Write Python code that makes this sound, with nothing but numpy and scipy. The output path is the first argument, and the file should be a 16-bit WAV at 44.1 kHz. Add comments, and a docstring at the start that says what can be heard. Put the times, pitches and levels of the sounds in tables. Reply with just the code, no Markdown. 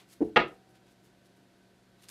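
"""A roll of duct tape is set down on a wooden board in a small workshop: its edge lands with a soft thud,
then it tips flat with a hollow clack, and something metal rings on faintly. Impacts are damped modes plus
bursts of coloured noise. Sleeves and a torn strip of tape rustle and tick in the hands, as dense random
grains and short band-limited bursts, over a steady hum of wavering sine lines and soft air noise."""
import sys
import numpy as np
from scipy import signal
from scipy.fft import rfft, irfft
from scipy.io import wavfile
from scipy.ndimage import uniform_filter1d

SR = 44100
rng = np.random.default_rng(int(sys.argv[2]) if len(sys.argv) > 2 else 0)


def dump_mix(stems):
    """Bounce the given channels to the path in sys.argv[1] as a 16-bit WAV at rate SR."""
    frames = np.atleast_2d(stems).T  # one column per channel
    limited = np.clip(frames, -1, 1)  # hard clip at full scale
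    pcm = np.round(limited * 32767).astype(np.int16)
    wavfile.write(sys.argv[1], SR, pcm)


N = 92610

# Modes of the board on its bench. Each row: frequency in Hz, relative level in dB, 60 dB decay time in seconds.
BOARD_MODES = [(71, -23.5, .24), (116, -20.5, .22), (228, -11, 0.092), (295.6, 1, .12), (346, -2.5, .15),
               (430.4, -3, .15), (537.3, -18, .1), (763, -20, .09), (849.4, -22.5, .08)]


def undb(db):
    """Level to amplitude: 20 dB is a factor of ten."""
    return 10 ** (np.asarray(db) / 20)


def unit(x):
    """Normalisation to an rms of 1, so that a later gain sets the level."""
    return x / np.sqrt(np.mean(x ** 2))


def clock():
    """Sampling: the time of each sample in seconds."""
    return np.arange(N) / SR


def fade(t60):
    """Exponential damping: the amplitude falls by 60 dB in t60 seconds."""
    return np.exp(-np.log(1000) * clock() / t60)


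def lookup(points, hz):
    """Interpolation of a table on a logarithmic frequency axis."""
    table_hz, values = np.array(points).T
    return np.interp(np.log(hz + 1e-9), np.log(table_hz), values)


def through(x, response):
    """Linear superposition: convolution with an impulse response."""
    return signal.fftconvolve(x, response)[:N]


def colour(x, points):
    """Minimum-phase filtering: a causal response of unit energy with the given spectrum."""
    size = 4096
    log_gain = np.log(undb(lookup(points, np.fft.rfftfreq(size, 1 / SR))))
    cepstrum = irfft(log_gain)
    # folding the cepstrum onto positive times makes the response causal
    cepstrum[1:size // 2] *= 2
    cepstrum[size // 2 + 1:] = 0
    response = irfft(np.exp(rfft(cepstrum)))
    return through(x, response / np.linalg.norm(response))


def push(s, db):
    """Impulsive excitation: one contact as a single-sample pulse."""
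    return undb(db) * (np.arange(N) == int(s * SR))


def ring(modes, rise_s):
    """Modal superposition: damped sines build up while the contact lasts, then ring down."""
    t = clock()
    swell = np.sin(np.pi / 2 * np.clip(t / rise_s, 0, 1)) ** 2
    free_s = np.maximum(t - rise_s, 0)
    total = np.zeros(N)
    for hz, db, t60 in modes:
        decay = np.exp(-np.log(1000) * free_s / t60)
        total += undb(db) * decay * np.sin(2 * np.pi * hz * t)
    return swell * total


def burst(t60):
    """Damped broadband excitation: dying noise of unit energy."""
    x = rng.standard_normal(N) * fade(t60)
    return x / np.linalg.norm(x)


def walk(rate):
    """Slow random modulation: a wander of rms 1 between values drawn about rate times a second."""
    k = int(SR / rate)
    steps = np.repeat(rng.standard_normal(N // k + 1), k)
    return unit(uniform_filter1d(steps, k)[:N])


def thud(room):
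    """Impact excitation: the soft edge's first contact rings the board, and every contact knocks."""
    # The roll's edge presses on the board. Each row: start in seconds, relative level in dB.
    contacts = [(0.2057, -7.5), (.2125, -2.5), (.218, -2), (.224, 3)]
    # Dull knock of the soft tape edge. Each row: frequency in Hz, relative spectral level in dB per Hz.
    knock_spectrum = [(40, -15), (150, -11), (320, 11), (650, -10), (950, -16), (1200, -27), (2000, -32.5),
                      (3500, -47), (8000, -59), (16000, -67)]
    knock_db, knock_t60_s = -2, .04
    board_db, board_rise_s, room_db = -23, 0.011, -15

    board = through(push(contacts[0][0], board_db), ring(BOARD_MODES, board_rise_s))
    knocks = sum(through(push(s, db), burst(knock_t60_s)) for s, db in contacts)
    direct = board + undb(knock_db) * colour(knocks, knock_spectrum)
    return direct + undb(room_db) * through(direct, room)


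def clack(room):
    """Modal impact: each contact cracks; the first rings core, board and nearby metal."""
    # The rim slaps flat in a quick run of contacts. Each row: start in seconds, relative level in dB.
    slaps = [(0.3599, -5), (0.3625, -3.5), (0.3671, 0.5), (0.3694, -0.5), (0.3724, -4)]
    # Modes of the roll and its cardboard core. Each row: frequency in Hz, relative level in dB,
    # 60 dB decay time in seconds.
    roll_modes = [(234, -5.5, 0.22), (366.3, -3, 0.22), (506, 0, 0.17), (560, -4.5, .15), (722, -5.5, .19),
                  (848.4, 5, .11), (968, -2, .11), (1228.4, 2, .18), (1258.5, -4, .25), (1427, -0.5, .1),
                  (1672, 0.5, .11), (1866, 2.5, .12), (2230, -7.5, 0.044), (2618, -5, 0.19),
                  (2736, -3, .11), (2917, -7, .12), (3240, -5, .07), (3950, -14, .07)]
    # Crack of the contact. Each row: frequency in Hz, relative spectral level in dB per Hz.
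    crack_spectrum = [(30, -21), (70, -10.5), (120, -6.5), (175, -8), (300, 5.5), (800, -4), (1080, -6.5),
                      (1300, -0.5), (1550, -6), (1900, -3), (2800, -9), (3300, -12.5), (4200, -20),
                      (5800, -32.5), (7500, -46.5), (12000, -57), (16000, -69.5)]
    crack_db, crack_t60_s, room_db = 8.5, .04, -9
    roll_db, board_db, rise_s = -23, -26, .008
    metal_hz, metal_db, metal_t60_s = 759, -58.5, 1.7  # metal on the bench, shaken by the clack

    start = slaps[0][0]
    body = through(push(start, roll_db), ring(roll_modes, rise_s))
    board = through(push(start, board_db), ring(BOARD_MODES, rise_s))
    metal = through(push(start, 0), ring([(metal_hz, metal_db, metal_t60_s)], rise_s))
    cracks = sum(through(push(s, db), burst(crack_t60_s)) for s, db in slaps)
    crack = undb(crack_db) * colour(cracks, crack_spectrum)
    return body + board + crack + metal + undb(room_db) * through(crack, room)


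def rustle(strokes, spectrum):
    """Friction as a random pulse train: dense tiny slips swell and fade with each stroke."""
    grains_per_s, spread_db = 5600, 3.5
    slips = (rng.random(N) < grains_per_s / SR) * rng.standard_normal(N)
    grains = slips * undb(spread_db * rng.standard_normal(N))
    t = clock()
    effort = sum(undb(db) * np.exp(-.5 * ((t - s) / half) ** 2) for s, db, half in strokes)
    return unit(colour(grains, spectrum)) * effort


def hands(room):
    """Friction and sudden release: sleeves brush, fingers slide on the strip, its glue lets go in ticks."""
    # Sleeves brush. Each row: centre in seconds, peak level in dB, Gaussian half length in seconds.
    sleeve_strokes = [(.003, -59, 0.019), (.76, -66.5, .012), (.878, -66.5, .013), (1.075, -79, .014),
                      (1.26, -75, .01), (1.996, -68, 0.0098), (2.045, -64, .014)]
    # Cloth spectrum. Each row: frequency in Hz, relative spectral level in dB per Hz.
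    sleeve_spectrum = [(200, -14.5), (900, -3), (1700, -5), (3500, -2), (6000, -10), (10000, -14.5),
                       (16000, -23)]
    # Fingers slide on the tape. Each row: centre in seconds, peak level in dB, Gaussian half length in seconds.
    finger_strokes = [(.11, -62, 0.016), (.135, -60, 0.011), (.25, -70, .03), (.488, -69, .012),
                      (.535, -74, .02), (.703, -72.5, .012), (.762, -78, 0.014), (.92, -72, .014),
                      (1.055, -70, .016), (1.262, -68.5, .01), (1.375, -77, .012), (2.034, -60.5, .012),
                      (2.096, -50, 0.0077)]
    # Tape spectrum. Each row: frequency in Hz, relative spectral level in dB per Hz.
    finger_spectrum = [(300, -6), (1200, -3.5), (2500, -0.5), (6000, -1), (11000, -2), (14000, -7.5),
                       (16000, -16)]
    # The sticky strip ticks. Each row: start in seconds, level in dB before the band filter, centre in Hz.
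    ticks = [(.130, -33.5, 5900), (1.0445, -43, 8010), (1.258, -46, 5000), (2.0247, -41, 6000),
             (2.0866, -16.5, 4000), (2.0908, -27.5, 9100)]
    tick_t60_s, tick_octaves, tick_top_hz = 0.0023, 0.71, 12500  # octaves to each side of the centre
    room_db = -10

    direct = rustle(sleeve_strokes, sleeve_spectrum) + rustle(finger_strokes, finger_spectrum)
    for s, db, hz in ticks:
        edges = np.minimum(hz * 2 ** np.array([-tick_octaves, tick_octaves]), tick_top_hz)
        band = signal.butter(2, edges, "band", fs=SR, output="sos")
        direct = direct + signal.sosfilt(band, through(push(s, db), burst(tick_t60_s)))
    return direct + undb(room_db) * through(direct, room)


def hum():
    """Tonal and broadband noise: wavering lines of a distant motor over soft air noise."""
    # Lines of the motor. Each row: mean frequency in Hz, rms level in dB before the waver.
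    motor_lines = [(119, -74), (189, -69), (360, -80.5), (690, -78), (953, -84.5), (1523, -81.5)]
    # Air noise. Each row: frequency in Hz, relative spectral level in dB per Hz.
    air_spectrum = [(25, -9), (48, -2.5), (90, -8.5), (120, -1), (155, 0), (200, -3.5), (240, 0),
                    (290, -0.5), (360, 2), (450, -5), (600, -4.5), (660, -9.5), (720, -5.5), (850, -13),
                    (1150, -15), (1600, -11.5), (2200, -16.5), (4300, -17.5), (5500, -22.5), (12000, -28.5),
                    (14000, -35), (16000, -47)]
    waver_db, drift, air_db = -0.25, 0.0013, -64.5  # drift is a fraction of the frequency

    lines = np.zeros(N)
    for hz, db in motor_lines:
        level = undb(db + waver_db * walk(6))
        line_hz = hz * (1 + drift * walk(3))
        lines += level * np.sin(2 * np.pi * np.cumsum(line_hz) / SR)
    air = unit(colour(rng.standard_normal(N), air_spectrum))
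    return np.sqrt(2) * lines + undb(air_db) * air  # sqrt(2) turns rms into peak


def workshop():
    """Diffuse reverberation: echoes build up quickly and die sooner in the treble."""
    # Reverberation by band. Each row: centre in Hz, 60 dB decay time in seconds.
    decays = [(60, .32), (300, .28), (900, .235), (2000, .215), (4000, .2), (8000, 0.16), (16000, 0.16)]
    delay_s, build_s = 0.014, .012

    spectrum, hz = rfft(rng.standard_normal(N)), np.fft.rfftfreq(N, 1 / SR)
    tail = np.zeros(N)
    for centre, t60 in decays:
        # overlapping triangular bands that add up to 1
        band = lookup([(other, float(other == centre)) for other, _ in decays], hz)
        tail += irfft(spectrum * band, N) * fade(t60)
    tail *= np.clip((clock() - delay_s) / build_s, 0, 1)
    return tail / np.linalg.norm(tail)


def scene():
    """Superposition of all sources; the impacts and hands share the echoes of one small room."""
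    room = workshop()
    return (thud(room) + clack(room) + hands(room) + hum())[None]


def record(dry):
    """Band limiting: the recorder cuts the deepest bass and the top."""
    low_cut_hz, top_hz = 38, 15600
    dry = signal.sosfilt(signal.butter(3, low_cut_hz, "high", fs=SR, output="sos"), dry)
    return signal.sosfilt(signal.ellip(10, .2, 70, top_hz, fs=SR, output="sos"), dry)


dry = scene()
out = record(dry)
dump_mix(out)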